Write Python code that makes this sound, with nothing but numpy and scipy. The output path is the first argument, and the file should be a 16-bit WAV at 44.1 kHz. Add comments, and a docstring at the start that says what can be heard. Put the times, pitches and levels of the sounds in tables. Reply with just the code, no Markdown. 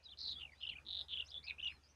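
"""A small bird warbles close by: short tones, sliding pips, a clicking rattle, buzzes and burry trills.
Nestlings add thin whistles with a faint octave and cheeps made of rapid pulses.
Fading noise gives the birds short echoes, as from branches in a thicket.
Patchy shaped noise makes leaves rustle faintly; low sine waves make the hum of a far engine.
A noise suppressor turns bass and treble down while the birds are quiet."""
import sys
import numpy as np
from scipy import signal
from scipy.io import wavfile
from scipy.ndimage import uniform_filter1d

SR = 44100
rng = np.random.default_rng(int(sys.argv[2]) if len(sys.argv) > 2 else 0)


def log_audio(samples):
    """Write samples as a 16-bit WAV file to the path given in sys.argv[1]."""
    # one column per channel
    frames = np.atleast_2d(samples).T
    # limit to full scale, then quantise
    limited = np.clip(frames, -1, 1)
    pcm = np.round(limited * 32767).astype(np.int16)
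    wavfile.write(sys.argv[1], SR, pcm)


N = 85995

# Bird levels below are set before the echoes and the suppressor.
# Warbler's held notes: (start [s], length [ms], level [dB], start pitch [Hz], middle pitch [Hz], end pitch [Hz])
HELD_NOTES = [(0.0841, 13.5, -53, 3250, 3410, 3960), (0.099, 18, -58, 3660, 3960, 4280),
              (0.3534, 37.2, -47.5, 3295, 3387, 3506), (0.7532, 21, -49.5, 2450, 2457, 3060),
              (1.177, 14.5, -39.5, 2835, 3247, 3650), (1.1962, 14.8, -36.5, 3300, 2814, 3920),
              (1.3615, 22.3, -46.5, 3439, 3433, 3560), (1.582, 13.2, -48.5, 2416, 2660, 2950),
              (1.626, 20.6, -40, 2600, 3042, 2700), (1.6534, 18.7, -37, 2910, 2866, 2680),
              (1.6744, 14.7, -37.5, 3077, 2830, 2650)]
# Warbler's hooked notes, a click and then a dip in pitch:
# (start [s], length [ms], level [dB], middle pitch [Hz])
HOOKED_NOTES = [(0.6283, 15.5, -40, 2867), (0.6496, 9.8, -42, 2713), (0.6696, 13.8, -40, 2960),
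                (0.693, 9.9, -37.5, 2766), (1.5996, 7.7, -40.5, 2670)]
# Warbler's short falling pips: (centre [s], length [ms], level [dB], middle pitch [Hz])
FALLING_PIPS = [(0.064, 40, -52, 3907), (1.2247, 14, -41, 2812), (.122, 21, -51, 3510),
                (.434, 22, -44, 2870), (.455, 15.7, -44.5, 2740), (.719, 15, -49.5, 2470),
                (.737, 10, -51, 2126), (.787, 9.8, -45, 2476), (1.159, 15, -38, 3347),
                (0.479, 14, -58, 2410), (.496, 14, -56, 2290), (.523, 11, -52, 2120),
                (0.536, 16, -50.5, 2024), (1.1421,7.3,-35.5,3055), (1.1675,1.92,-39,3200),
                (1.1739,2.93,-32.5,3020), (1.616, 5, -49, 3560), (1.648,2.9,-33.5,3110),
                (1.6744,3,-33.5,3450)]
# Beats of the warbler's rattle, three clicks each: (centre of first click [s])
RATTLE_BEATS = [.852, 0.8662, 0.8857, 0.9055, 0.9281, 0.9479, 0.969, 0.9889, 1.008]
# Warbler's fast, fairly even buzzes:
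# (start [s], length [ms], level reached at the end [dB], start pitch [Hz], end pitch [Hz])
FAST_BUZZES = [(0.389, 31.4, -39.5, 3280, 3020), (.606, 15, -39, 3180, 3250),
               (1.085, 54, -33.5, 3560, 3250)]
# Warbler's burry trills: (start [s], length [ms], level [dB], start pitch [Hz], end pitch [Hz])
BURRY_TRILLS = [(0.121, 22, -57.5, 3266, 2700), (.172, 138, -44, 4138, 4492), (.238, 110, -40, 4167, 3673),
                (0.701, 45.6, -49.5, 3200, 2957), (1.305, 89, -47.5, 3344, 3493),
                (1.429, 37, -56, 2025, 2414), (1.464, 64.8, -44.5, 2550, 2464),
                (1.686, 46, -50, 2764, 2280)]
# Nestlings' thin whistles: (start [s], length [ms], start pitch [Hz], end pitch [Hz])
THIN_WHISTLES = [(0.322, 104, 4500, 4150), (.51, 62, 4250, 4500), (0.548, 120, 3300, 4340),
                 (.578, 95, 4550, 4950), (.985, 75, 4700, 4700), (1.672, 90, 4350, 5050),
                 (1.7, 85, 3850, 3850)]
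# Fluttering calls of rapid pulses: mostly the nestlings' cheeps, but the rows at 1.426 s and 1.467 s are the
# warbler's own rough trill, an upper voice over its lower trill: # (start [s], length [ms], level [dB], start
# pitch [Hz], middle pitch [Hz], end pitch [Hz])
FLUTTER_CHEEPS = [(0.028, 37, -60, 4130, 4980, 4440), (0.273, 55, -68, 4430, 5830, 7100),
                  (0.686, 18.5, -53, 3700, 4190, 3730), (1.246, 39, -61.5, 5300, 5310, 7100),
                  (1.278, 40, -57.5, 3680, 4550, 5680), (1.426, 50, -54.5, 3450, 4930, 3820),
                  (1.467, 44, -45.5, 3150, 4006, 3210), (1.624, 61, -66, 6040, 5870, 5370),
                  (1.829, 54, -64.5, 4750, 4830, 5160), (1.884, 40, -64.5, 5930, 5780, 6080)]
# Tone colour of the rustling leaves: (frequency [Hz], relative level [dB])
RUSTLE_COLOUR = [(150, -1.5), (1800, -9.5), (4000, -22), (9500, -22.5), (15000, -38)]
# Engine hum, one row for each multiple of ENGINE_HZ from the third up: (relative level [dB])
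ENGINE_ORDERS = [-12, -1, -11.5, -25, -14.5, -16.5]

ENGINE_HZ = 18.25
RUSTLE_DB, HUM_DB, PATCH_DB = -68, -61.5, 3.5
ECHO_DB, ECHO_T60_S = -9, .12  # T60: time for the echoes to fall by 60 dB
OVERTONE_DB, WHISTLE_OVERTONE_DB = -46, -23  # the octave, relative to the main tone
WHISTLE_DB, WHISTLE_WAVER_DB, WHISTLE_ARCH_HZ = -70.5, 1.5, 416
NOTE_EDGE_MS = 2.03
CLICK_MS = 2.726
# A pip or click starts this far above its middle pitch and ends as far below
PIP_FALL_HZ, CLICK_FALL_HZ = 285, 514
# A hook starts and ends this far above its middle pitch; its click is centred just ahead of the note
HOOK_FROM_HZ, HOOK_TO_HZ, HOOK_LEAD_S = 850, 322, 0.00194
RATTLE_HZ, RATTLE_DB = 3744, -32.5
RATTLE_START_DB, RATTLE_SWELL = -23, 0.4  # first beat is softer; the lack shrinks by this factor each beat
RATTLE_AFTER_S, RATTLE_OUTER_DB = [0, .0042, .0098], -3.5  # the middle click is the loudest
BUZZ_PER_S, BUZZ_START_DB = 260, -13.5
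TRILL_PER_S, CHEEP_PER_S = 200, 310  # typical pulse rates
TRILL_JITTER, TRILL_SPREAD_DB = .35, 3.5  # unevenness of pulse timing and of pulse level
TRILL_FALL_HZ, CHEEP_FALL_HZ = 810, 253.5  # size of the slide in each pulse; for trills, at RATTLE_HZ
FALL_LAW = 3.  # higher trills slide further: power of the pitch
SUPPRESS_HZ = [2270, 6820]  # only sound outside this band is turned down
SUPPRESS_SLOPE, SUPPRESS_S = 0.33, 0.065  # dB of cut per dB of drop in bird level; lag
TOP_HZ = 15500


def amp(db):
    """Turn decibels into a plain multiplier."""
    return 10 ** (np.asarray(db) / 20)


def add(mix, start_s, sound):
    """Lay a sound into the mix, cutting off what runs past the end."""
    part = mix[round(start_s * SR):][:len(sound)]
    part += sound[:len(part)]


def span(ms):
    """Count smoothly from 0 to 1 over a length of time."""
    return np.linspace(0, 1, int(ms * SR / 1000) + 2)


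def rustle():
    """Leaves: noise with a set tone colour, its loudness varying in patches of time and pitch."""
    colour_hz, colour_db = np.transpose(RUSTLE_COLOUR)
    hz = np.fft.rfftfreq(1024, 1 / SR)
    real, imaginary, patches = rng.standard_normal((N // 256 + 5, 513, 3)).T
    patches = uniform_filter1d(patches, size=6, axis=0)  # smooth along pitch
    patches = uniform_filter1d(patches, size=8, axis=1)  # smooth along time
    patch_share = np.clip(1 - hz / TOP_HZ, 0, 1)[:, None]  # less patchy towards the treble
    level_db = np.interp(np.log(hz + 1), np.log(colour_hz), colour_db)[:, None]
    level_db = level_db + patch_share * PATCH_DB * patches / patches.std()
    spectrum = (real + 1j * imaginary) * amp(level_db)
    leaves = signal.istft(spectrum, nperseg=1024, noverlap=768)[1][:N]
    return leaves / leaves.std() * amp(RUSTLE_DB)


def engine():
    """Far engine: steady sine waves at whole multiples of one slow rate."""
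    t = np.arange(N) / SR
    hum = np.zeros(N)
    for k, db in enumerate(ENGINE_ORDERS):
        hum += amp(db) * np.sin(2 * np.pi * ((k + 3) * ENGINE_HZ * t + rng.random()))
    return hum * amp(HUM_DB)


def thicket(birds):
    """Short scattered echoes from branches: the birds smeared by quickly fading noise."""
    t = np.arange(SR // 2) / SR
    tail = rng.standard_normal(len(t)) * amp(-60 * t / ECHO_T60_S)
    echoes = signal.fftconvolve(birds, tail / np.linalg.norm(tail))[:N]
    return birds + amp(ECHO_DB) * echoes


def arch(u, start_hz, middle_hz, end_hz):
    """Pitch curve: a parabola through the start, middle and end pitch."""
    start_part = start_hz * (1 - u) * (1 - 2 * u)
    middle_part = 4 * middle_hz * u * (1 - u)
    end_part = end_hz * u * (2 * u - 1)
    return start_part + middle_part + end_part


def tone(hz, overtone_db):
    """Bird voice: nearly a pure sine wave, with a fainter octave on top."""
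    angle = 2 * np.pi * (np.cumsum(hz) / SR + rng.random())
    return np.sin(angle) + amp(overtone_db) * np.sin(2 * angle)


def trill(mix, start_s, ms, db, start_hz, middle_hz, end_hz, rate, fall_hz):
    """Uneven pulses, each with a downward slide, strung along an arched pitch."""
    u = span(ms)
    length_draw, level_draw, slide_draw = rng.standard_normal((100, 3)).T
    ends_s = np.cumsum(np.exp(TRILL_JITTER * length_draw)) / rate
    beat = np.interp(np.arange(len(u)) / SR, np.r_[0, ends_s], np.arange(len(ends_s) + 1))
    k = beat.astype(int) % len(ends_s)  # which pulse
    v = beat % 1  # 0 to 1 within that pulse
    pulses = np.sin(np.pi * v) * amp(TRILL_SPREAD_DB * level_draw[k])
    slide_hz = fall_hz * (1 + np.tanh(slide_draw[k])) * ((1 - v) ** 2 - .25)
    # Longer pulses also sit higher in pitch
    slide_hz += CHEEP_FALL_HZ * TRILL_JITTER * length_draw[k]
    hz = arch(u, start_hz, middle_hz, end_hz) + uniform_filter1d(slide_hz, size=40)
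    swell = np.sqrt(np.sin(np.pi * u))
    add(mix, start_s, amp(db) * swell * pulses * tone(hz, OVERTONE_DB))


def whistle(mix, start_s, ms, start_hz, end_hz):
    """A thin tone that arches in pitch, with a randomly wavering level."""
    u = span(ms)
    hz = arch(u, start_hz, (start_hz + end_hz) / 2 + WHISTLE_ARCH_HZ, end_hz)
    waver = uniform_filter1d(rng.standard_normal(len(u)), size=300)
    level = amp(WHISTLE_DB + WHISTLE_WAVER_DB * waver / waver.std())
    swell = np.sqrt(np.sin(np.pi * u))
    add(mix, start_s, level * swell * tone(hz, WHISTLE_OVERTONE_DB))


def nestlings():
    """Young birds: thin arched whistles and cheeps that flutter in rapid pulses; two of the warbler's rough
    trills are played here in the same pulsed way."""
    mix = np.zeros(N)
    for row in THIN_WHISTLES:
        whistle(mix, *row)
    for row in FLUTTER_CHEEPS:
        trill(mix, *row, CHEEP_PER_S, CHEEP_FALL_HZ)
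    return mix


def note(mix, start_s, ms, db, *pitches_hz):
    """A held tone with soft edges, a little fuller in the middle."""
    u = span(ms)
    edges = np.sin(np.pi / 2 * np.minimum(np.minimum(u, 1 - u) * ms / NOTE_EDGE_MS, 1)) ** 2
    swell = np.sqrt(.5 + np.sin(np.pi * u) / 2)
    add(mix, start_s, amp(db) * edges * swell * tone(arch(u, *pitches_hz), OVERTONE_DB))


def pip(mix, centre_s, ms, db, hz, fall_hz):
    """A blip that swells and fades like a bell curve while its pitch slides down."""
    u = span(ms)
    bell = np.sin(np.pi * u) ** 2
    voice = tone(hz + fall_hz * (1 - 2 * u), OVERTONE_DB)
    add(mix, centre_s - len(u) / 2 / SR, amp(db) * bell * voice)


def hook(mix, start_s, ms, db, hz):
    """A click leading into a note whose pitch dips and turns up again."""
    pip(mix, start_s - HOOK_LEAD_S, CLICK_MS, db, hz + HOOK_TO_HZ, PIP_FALL_HZ)
    note(mix, start_s, ms, db, hz + HOOK_FROM_HZ, hz, hz + HOOK_TO_HZ)


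def rattle(mix):
    """Beats of three falling clicks, growing louder from beat to beat."""
    for beat, start_s in enumerate(RATTLE_BEATS):
        beat_db = RATTLE_DB + RATTLE_START_DB * RATTLE_SWELL ** beat
        for k, after_s in enumerate(RATTLE_AFTER_S):
            click_db = beat_db + RATTLE_OUTER_DB * abs(k - 1)
            pip(mix, start_s + after_s, CLICK_MS, click_db, RATTLE_HZ, CLICK_FALL_HZ)


def buzz(mix, start_s, ms, end_db, start_hz, end_hz):
    """Fast falling clicks that grow louder, with slightly random timing and level."""
    for u in np.arange(0, 1, 1000 / ms / BUZZ_PER_S):
        late, louder_db = rng.standard_normal(2)
        click_s = start_s + u * ms / 1000 + late * TRILL_JITTER ** 2 / BUZZ_PER_S
        click_db = end_db + BUZZ_START_DB * (1 - u) + louder_db
        pip(mix, click_s, CLICK_MS, click_db, start_hz + (end_hz - start_hz) * u, CLICK_FALL_HZ)


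def warbler():
    """The near bird: notes, hooks, pips, a rattle, buzzes and trills."""
    mix = np.zeros(N)
    for row in HELD_NOTES:
        note(mix, *row)
    for row in HOOKED_NOTES:
        hook(mix, *row)
    for row in FALLING_PIPS:
        pip(mix, *row, PIP_FALL_HZ)
    rattle(mix)
    for row in FAST_BUZZES:
        buzz(mix, *row)
    for start_s, ms, db, start_hz, end_hz in BURRY_TRILLS:
        middle_hz = (start_hz + end_hz) / 2
        fall_hz = TRILL_FALL_HZ * (middle_hz / RATTLE_HZ) ** FALL_LAW
        trill(mix, start_s, ms, db, start_hz, middle_hz, end_hz, TRILL_PER_S, fall_hz)
    return mix


def scene():
    """Birds echoing in the thicket, over the rustle and the engine."""
    background = rustle() + engine()
    birds = nestlings() + warbler()
    return (thicket(birds) + background)[None]


def record(dry):
    """A noise suppressor turns bass and treble down, with a lag, as the birds grow quiet; then a top limit."""
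    outside_filter = signal.firwin(511, SUPPRESS_HZ, fs=SR)[None]
    outside = signal.oaconvolve(dry, outside_filter, "same")
    bird_band = dry - outside
    power = uniform_filter1d(bird_band ** 2, size=900, axis=1)
    level_db = 10 * np.log10(abs(power) + 1e-9)
    keep = np.exp(-1 / (SUPPRESS_S * SR))
    first_db = level_db[0, 0]  # the lag starts settled at the first level
    lagged_db = signal.lfilter([1 - keep], [1, -keep], level_db - first_db) + first_db
    out = bird_band + outside * amp(SUPPRESS_SLOPE * (lagged_db - lagged_db.max()))
    top_filter = signal.firwin(511, TOP_HZ, window=("kaiser", 9), fs=SR)[None]
    return signal.oaconvolve(out, top_filter, "same")


dry = scene()
out = record(dry)
log_audio(out)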